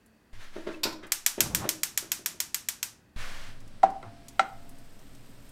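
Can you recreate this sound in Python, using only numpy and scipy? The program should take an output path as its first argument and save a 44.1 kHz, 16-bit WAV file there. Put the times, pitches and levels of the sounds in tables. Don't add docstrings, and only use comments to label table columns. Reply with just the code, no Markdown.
import sys
import numpy as np
from scipy import signal
from scipy.fft import rfft, irfft
from scipy.io import wavfile

SR = 44100
rng = np.random.default_rng(int(sys.argv[2]) if len(sys.argv) > 2 else 0)


def store_pcm(level_fs):
    pcm = np.round(np.clip(level_fs, -1, 1) * 32767).astype(np.int16)
    wavfile.write(sys.argv[1], SR, np.atleast_2d(pcm).T)


N = 242991
TIME = np.arange(N) / SR
AGE = TIME[:SR]

# f/Hz, t60/s
ROOM_T60 = [(150, 0.43), (700, 0.5), (2000, 0.33), (5500, 0.32), (9000, 0.27), (15000, 0.2)]
# f/Hz, level/dB
ROOM_TONE_SPECTRUM = [(24, -37), (40, -1.5), (147, -10), (237, -9.5), (262, -9), (363, -9), (433, -14),
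                      (1340, -22.5), (1630, -17), (2260, -37), (2630, -24.5), (2840, -29.5), (16000, -39)]
# f/Hz, bandwidth/Hz, level/dB
HUMS = [(220, 27, -70.5), (1880, 250, -76.5), (2540, 120, -81.5), (4560, 90, -85)]
# t/s, level/dB, centre f/Hz
TICKS = [(.061, -55.5, 10000), (1.068, -49, 8700), (3.604, -52, 6730), (3.677, -52, 6400),
         (3.902, -51, 4940), (4.2833, -36.5, 6500), (4.693, -46.5, 9700), (4.784, -52, 7000),
         (4.991, -51.5, 5470), (5.149, -49.5, 5490), (5.4914, -49, 8930)]
# t/s, level/dB, rise/s, hold/s
SLEEVE_STROKES = [(.327, -55.5, 0.0056, .3), (.375, -50.5, 0.05, .02), (.51, -53, 0.04, .17),
                  (.69, -53.5, 0.035, .02), (3.16, -49, 0.0026, 0.024), (3.166, -42, .04, .29)]
# f/Hz, level/dB
SLEEVE_SPECTRUM = [(150, -16), (250, -15), (460, -8), (640, -2), (735, -6), (1760, 0.5), (2130, -2),
                   (3580, -5.5), (5730, -11), (12300, -22), (16000, -30)]
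# t/s, level/dB, f/Hz, rise/s, t60/s
SWAYS = [(0.331, -34.5, 9.3, .006, 3.2), (3.162, -27, 12.4, 0.0028, 2.7), (4.5, -38.5, 10.6, 0.058, 7.5)]
# f/Hz, level/dB
RUMBLE_SPECTRUM = [(20, -2), (42, -2), (75, -9), (130, -17), (400, -34.5), (2000, -67)]
# t/s, level/dB, swell/s
THUMPS = [(0.334, -49, .04), (3.165, -43, 0.03), (3.458, -45, 0.029), (3.6, -48.5, .04),
          (3.731, -46.5, .03), (4.036, -40.5, .045)]
# t/s, level/dB, swell/s, rattle/dB
KNOCKS = [(0.555, -32.5, 0.011, -15.5), (.664, -28, 0.01022, -11.5), (.85, -27, .006, -7.5),
          (1.024, -44.5, 0.012, -0.5), (1.377, -28.5, 0.0048, -14.5), (1.647, -30.5, 0.0082, -15),
          (2.02, -43.5, 0.00824, -8.5), (2.187, -47.5, 0.0085, -16), (2.337, -50.5, 0.0086, -25)]
# f/Hz, level/dB, t60/s
CASING_MODES = [(213, -13, 0.14), (311, -7.5, 0.16), (359, -3, 0.031), (415, -15, 0.088), (525, -16, 0.093),
                (620, -7.5, 0.026), (700, -23, 0.017), (930, -17.5, 0.051)]
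# f/Hz, level/dB
RATTLE_SPECTRUM = [(200, 6), (600, 1), (1400, 5.5), (3200, -3), (6000, -14.5), (15000, -37)]
# t/s, level/dB, swell/s
LATCH_CLICKS = [(0.8329, -20, .001), (.837, -20, 0.0022), (0.923, -42.5, 0.0051)]
# f/Hz, level/dB
LATCH_SPECTRUM = [(300, -10.5), (1000, -3.5), (1800, -11.5), (2400, -3), (2900, -6), (3500, 0.5), (4400, 5),
                  (5200, 4.5), (6300, -6), (7800, -4.5), (10000, -15.5), (13000, -6), (16000, -22)]
# t/s, level/dB
SPARK_LEVELS = [(1.12, -4), (1.37, -.2), (1.6, -5), (2.83, -9.5)]
# delay/s, level/dB
SPARK_PATHS = [(.0002, -14.5), (.0008, -14), (.00142, 0), (.00197, -5.5), (.0027, -24)]
# f/Hz, level/dB
SPARK_SPECTRUM = [(300, -30), (900, -21.5), (1600, -4.5), (3000, -4), (4800, -18), (5700, -6.5), (7700, 1),
                  (9200, -5.5), (10900, -11.5), (11900, 3.5), (13200, 3), (15000, -5), (16000, -20)]
# f/Hz, bandwidth/Hz, level/dB
SPARK_RESONANCES = [(1670, 260, -21), (2453, 150, -12.5), (4040, 280, -9), (5350, 39, -10),
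                    (5830, 120, -8.5), (6760, 97, -9), (7740, 230, -9.5), (8220, 32, -10.5),
                    (9170, 55, -16), (10050, 30, -23), (11460, 49, -11), (12660, 330, -18.5)]
# f/Hz, level/dB
SPARK_ECHO_SPECTRUM = [(300, -29), (800, -10.5), (1400, -5.5), (2400, -3), (3300, -4), (4800, -2),
                       (5600, 0.5), (8000, 0.5), (10000, -3.5), (12500, -0.5), (15500, -9), (16000, -47)]
# t/s, rise/s, hold/s, boom/dB, rush/dB
PUFFS = [(1.395, 0.049, .025, -37.5, -46.5), (1.485, 0.023, 0.13, -36.5, -62),
         (1.583, 0.069, .004, -43, -37)]
# f/Hz, level/dB
BOOM_SPECTRUM = [(30, -13.5), (70, -2.5), (130, 1), (250, -4), (450, -15), (900, -19), (1600, -29),
                 (4000, -42), (12000, -45.5)]
# f/Hz, level/dB
RUSH_SPECTRUM = [(150, -11.5), (400, -6.5), (700, 5.5), (1200, 1.5), (2000, -7.5), (4000, -19),
                 (12000, -48)]
# f/Hz, level/dB
BURNER_SPECTRUM = [(24, -38.5), (40, 8), (69, -19), (109, 1), (180, -8), (283, -3), (320, -14.5),
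                   (542, -16), (615, -13), (663, -17.5), (990, -20.5), (5180, -27), (7000, -35),
                   (8130, -31), (16000, -47)]
# t/s, level/dB, swell/s, hardness/dB
BUTTER_CONTACTS = [(3.8306, -7.5, 0.0079, -21.5), (4.0283, -60, 0.00065, 24), (4.394, -14, 0.00274, 4.5)]
# f/Hz, level/dB, t60/s
PAN_MODES = [(186, -26.5, 0.099), (659, -7.5, 0.07), (685, -38.5, 1.8), (766.5, 2.5, 0.056),
             (800, -37.5, 0.2), (953, -6.5, 0.03), (1090, -10, 0.026), (1346, 1.5, .028), (1370, -36, 0.14),
             (1440, -33, 0.038), (2005, -10.5, 0.018), (2090, -14.5, 0.062), (2510, -13.5, 0.02),
             (3180, -7.5, 0.0063), (3870, -14, 0.017), (5180, -22.5, 0.01), (8000, -21, 0.02)]
# f/Hz, level/dB
SLAP_SPECTRUM = [(150, -27), (450, -22), (1000, 2), (1800, 10.5), (3300, -2), (6300, -3.5), (9000, -13.5),
                 (11000, -25.5), (16000, -31)]
# t/s, level/dB, swell/s
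GRATE_SHIFTS = [(3.833, -32.5, 0.0029), (4.029, -44.5, 0.0014), (4.398, -39.5, 0.0043)]
# f/Hz, level/dB
GRATE_SPECTRUM = [(50, -19.5), (130, -21.5), (190, 4.5), (370, 0), (480, -4), (950, 0), (1300, -6),
                  (2000, -14.5), (5000, -34.5), (14000, -52.5)]
# f/Hz, level/dB
SIZZLE_SPECTRUM = [(1000, -10), (3000, 3), (5000, -7), (8300, 6.5), (10000, -5.5), (14000, 2.5),
                   (16000, -10.5)]


def from_db(db):
    return 10 ** (np.asarray(db) / 20)


def add(track, t, sound):
    start = max(round(t * SR), 0)
    track[start:start + len(sound)] += sound[:N - start]


def at_hz(points, hz):
    frequencies, values = np.transpose(points)
    return np.interp(np.log(hz), np.log(frequencies), values)


def colour(x, spectrum, size=8192):
    hz = np.maximum(np.arange(size // 2 + 1) * SR / size, 1)
    cepstrum = irfft(np.log(from_db(at_hz(spectrum, hz))))
    cepstrum[1:size // 2] *= 2
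    response = irfft(np.exp(rfft(cepstrum[:size // 2], size)))
    return signal.fftconvolve(x, response / np.linalg.norm(response))[:len(x)]


def noise(spectrum):
    return colour(rng.standard_normal(N), spectrum)


def resonate(x, hz, width_hz):
    radius = np.exp(-np.pi * width_hz / SR)
    numerator = np.sqrt((1 - radius ** 2) / 2) * np.array([1, 0, -1])
    denominator = [1, -2 * radius * np.cos(2 * np.pi * hz / SR), radius ** 2]
    return signal.lfilter(numerator, denominator, x + 1e-18)


def fade_in(t, rise):
    return np.clip((TIME - t) / max(rise, 1 / SR), 0, 1)


def gesture(t, rise, hold, sag_db_per_s, release_db_per_s):
    held = np.maximum(TIME - t - rise, 0)
    released = np.maximum(held - hold, 0)
    return fade_in(t, rise) * from_db(-sag_db_per_s * held - release_db_per_s * released)


def blow(swell, t60):
    return np.minimum(AGE / max(swell, 1 / SR), 1) * from_db(-60 * np.maximum(AGE - swell, 0) / t60)


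def ring(modes, swell):
    return sum(from_db(db) * blow(swell, t60) * np.sin(2 * np.pi * hz * (AGE - swell))
               for hz, db, t60 in modes)


def burst(swell, t60):
    return blow(swell, t60) * rng.standard_normal(SR)


def kitchen(x, wet_db, near_db, near_t60=0.15, onset_s=0.00067):
    edges_hz, tail = np.geomspace(60, 18000, 13), 0
    for low, high in zip(edges_hz, edges_hz[1:]):
        bandpass = signal.butter(2, [low, high], "band", fs=SR, output="sos")
        early = from_db(near_db) * blow(onset_s, near_t60)
        late = blow(onset_s, at_hz(ROOM_T60, np.sqrt(low * high)))
        tail += signal.sosfilt(bandpass, rng.standard_normal(SR)) * (early + late)
    return from_db(wet_db) * signal.fftconvolve(x, tail / np.linalg.norm(tail))[:N]


def room_tone(floor_db=-64):
    hums = sum(from_db(db) * resonate(rng.standard_normal(N), hz, width) for hz, width, db in HUMS)
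    return from_db(floor_db) * noise(ROOM_TONE_SPECTRUM) + hums


def ticks(width_hz=5000, t60=0.05, gain_db=-4.5):
    out = np.zeros(N)
    for t, db, hz in TICKS:
        add(out, t, from_db(db + gain_db) * resonate(burst(0, t60), hz, width_hz))
    return out + kitchen(out, wet_db=-12.5, near_db=-20.0)


def sleeve():
    strokes = [from_db(db) * gesture(t, rise, hold, sag_db_per_s=29.5, release_db_per_s=144)
               for t, db, rise, hold in SLEEVE_STROKES]
    return np.linalg.norm(strokes, axis=0) * noise(SLEEVE_SPECTRUM)


def microphone_sway(rumble_db=-22.5):
    out = np.zeros(N)
    rumble = from_db(rumble_db) * noise(RUMBLE_SPECTRUM)
    for t, db, hz, rise, t60 in SWAYS:
        age = np.maximum(TIME - t, 0)
        envelope = fade_in(t, rise) * from_db(db - 60 * age / t60)
        out += envelope * (rumble - np.cos(2 * np.pi * hz * age))
    return out


def thumps(hz=103.7, t60=0.25):
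    out = np.zeros(N)
    for t, db, swell in THUMPS:
        add(out, t, ring([(hz, db, t60)], swell))
    return out


def knob(rattle_t60=0.13):
    out = np.zeros(N)
    for t, db, swell, rattle_db in KNOCKS:
        rattle = from_db(rattle_db) * colour(burst(swell, rattle_t60), RATTLE_SPECTRUM)
        add(out, t, from_db(db) * (ring(CASING_MODES, swell) + rattle))
    return out + kitchen(out, wet_db=-2.0, near_db=-15.0, near_t60=0.033)


def shaft_squeak(start_s=0.736, hz=2630, db=-42.5, t60=0.04):
    out = np.zeros(N)
    add(out, start_s, ring([(hz, db, t60)], swell=0.01))
    return out


def latch(t60=0.054, gain_db=-2.5, spring_hz=5200, spring_width_hz=160, spring_db=-16):
    clicks = np.zeros(N)
    for t, db, swell in LATCH_CLICKS:
        add(clicks, t, from_db(db + gain_db) * burst(swell, t60))
    spring = from_db(spring_db) * resonate(clicks, spring_hz, spring_width_hz)
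    out = colour(clicks, LATCH_SPECTRUM) + spring
    return out + kitchen(out, wet_db=-5.0, near_db=-7.0)


def igniter(first_s=1.1198, gap_s=0.14275, gap_shrink_s=0.00006, spark_count=13, spot_count=5,
            jitter_s=0.00002, snap_db=3.0, metal_db=0.5):
    snaps, spots = np.zeros(N), np.zeros((spot_count, N))
    for k in range(spark_count):
        t = first_s + gap_s * k - gap_shrink_s * k * k / 2
        db = np.interp(t, *np.transpose(SPARK_LEVELS))
        add(spots[k % spot_count], t, from_db([db]))
        for delay, path_db in SPARK_PATHS:
            add(snaps, t + delay + rng.normal(0, jitter_s), from_db([db + path_db + snap_db]))
    arcs = spots.sum(axis=0)
    metal = sum((-1) ** k * from_db(db + metal_db) * resonate(arcs, hz, width)
                for k, (hz, width, db) in enumerate(SPARK_RESONANCES))
    common_echo = kitchen(arcs, wet_db=3.5, near_db=9.5, near_t60=0.06)
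    spot_echoes = sum(kitchen(spot, wet_db=5.0, near_db=10.5, near_t60=0.024) for spot in spots)
    return colour(snaps, SPARK_SPECTRUM) + metal + colour(common_echo + spot_echoes, SPARK_ECHO_SPECTRUM)


def flame(lit_s=1.7, flutter_db=-56, calming_db_per_s=7, close_s=3.162, burner_db=-54):
    close = fade_in(close_s, rise=0.0045)
    flutter = from_db(flutter_db - calming_db_per_s * (TIME - lit_s))
    boom = flutter * fade_in(lit_s, rise=0.056) * (1 - close)
    rush = np.zeros(N)
    for t, rise, hold, boom_db, rush_db in PUFFS:
        puff = gesture(t, rise, hold, sag_db_per_s=33.5, release_db_per_s=383)
        boom = np.hypot(boom, from_db(boom_db) * puff)
        rush = np.hypot(rush, from_db(rush_db) * puff)
    burner = close * from_db(burner_db) * noise(BURNER_SPECTRUM)
    return boom * noise(BOOM_SPECTRUM) + rush * noise(RUSH_SPECTRUM) + burner


def butter(soft_hz=1150, main_hz=780, slap_db=-17.0, slap_t60=0.088, slap_share=0.14, radiation_hz=330):
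    out = np.zeros(N)
    for t, db, swell, hardness_db in BUTTER_CONTACTS:
        pan = np.zeros(SR)
        for hz, mode_db, t60 in PAN_MODES:
            treble_db = hardness_db / (1 + (soft_hz / hz) ** 8)
            pan += ring([(hz, mode_db + treble_db, t60)], swell * main_hz / hz)
        slap = colour(burst(slap_share * swell, slap_t60), SLAP_SPECTRUM)
        add(out, t, from_db(db) * (pan + from_db(slap_db + hardness_db / 2) * slap))
    out = signal.sosfilt(signal.butter(2, radiation_hz, "high", fs=SR, output="sos"), out)
    return out + kitchen(out, wet_db=-15.0, near_db=-14.0)


def grate(t60=0.32):
    out = np.zeros(N)
    for t, db, swell in GRATE_SHIFTS:
        add(out, t, from_db(db) * burst(swell, t60))
    return colour(out, GRATE_SPECTRUM)


def sizzle(start_s=4.14, start_db=-70, growth_db_per_s=3.5, pops_per_s=1500):
    pops = (rng.random(N) < pops_per_s / SR) * rng.choice([-1, 1], N)
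    pop_db = np.minimum(rng.exponential(1, N), 5)
    hiss = colour(pops * from_db(pop_db), SIZZLE_SPECTRUM)
    envelope = fade_in(start_s, rise=0.25) * from_db(start_db + growth_db_per_s * (TIME - start_s))
    return envelope * hiss / np.sqrt(np.mean(hiss ** 2))


def scene():
    background = room_tone() + ticks() + sleeve() + microphone_sway() + thumps()
    lighting = knob() + shaft_squeak() + latch() + igniter() + flame()
    frying = butter() + grate() + sizzle()
    return (background + lighting + frying)[None]


def record(dry):
    return signal.sosfilt(signal.ellip(10, .1, 80, 16300, fs=SR, output="sos"), dry)


dry = scene()
out = record(dry)
store_pcm(out)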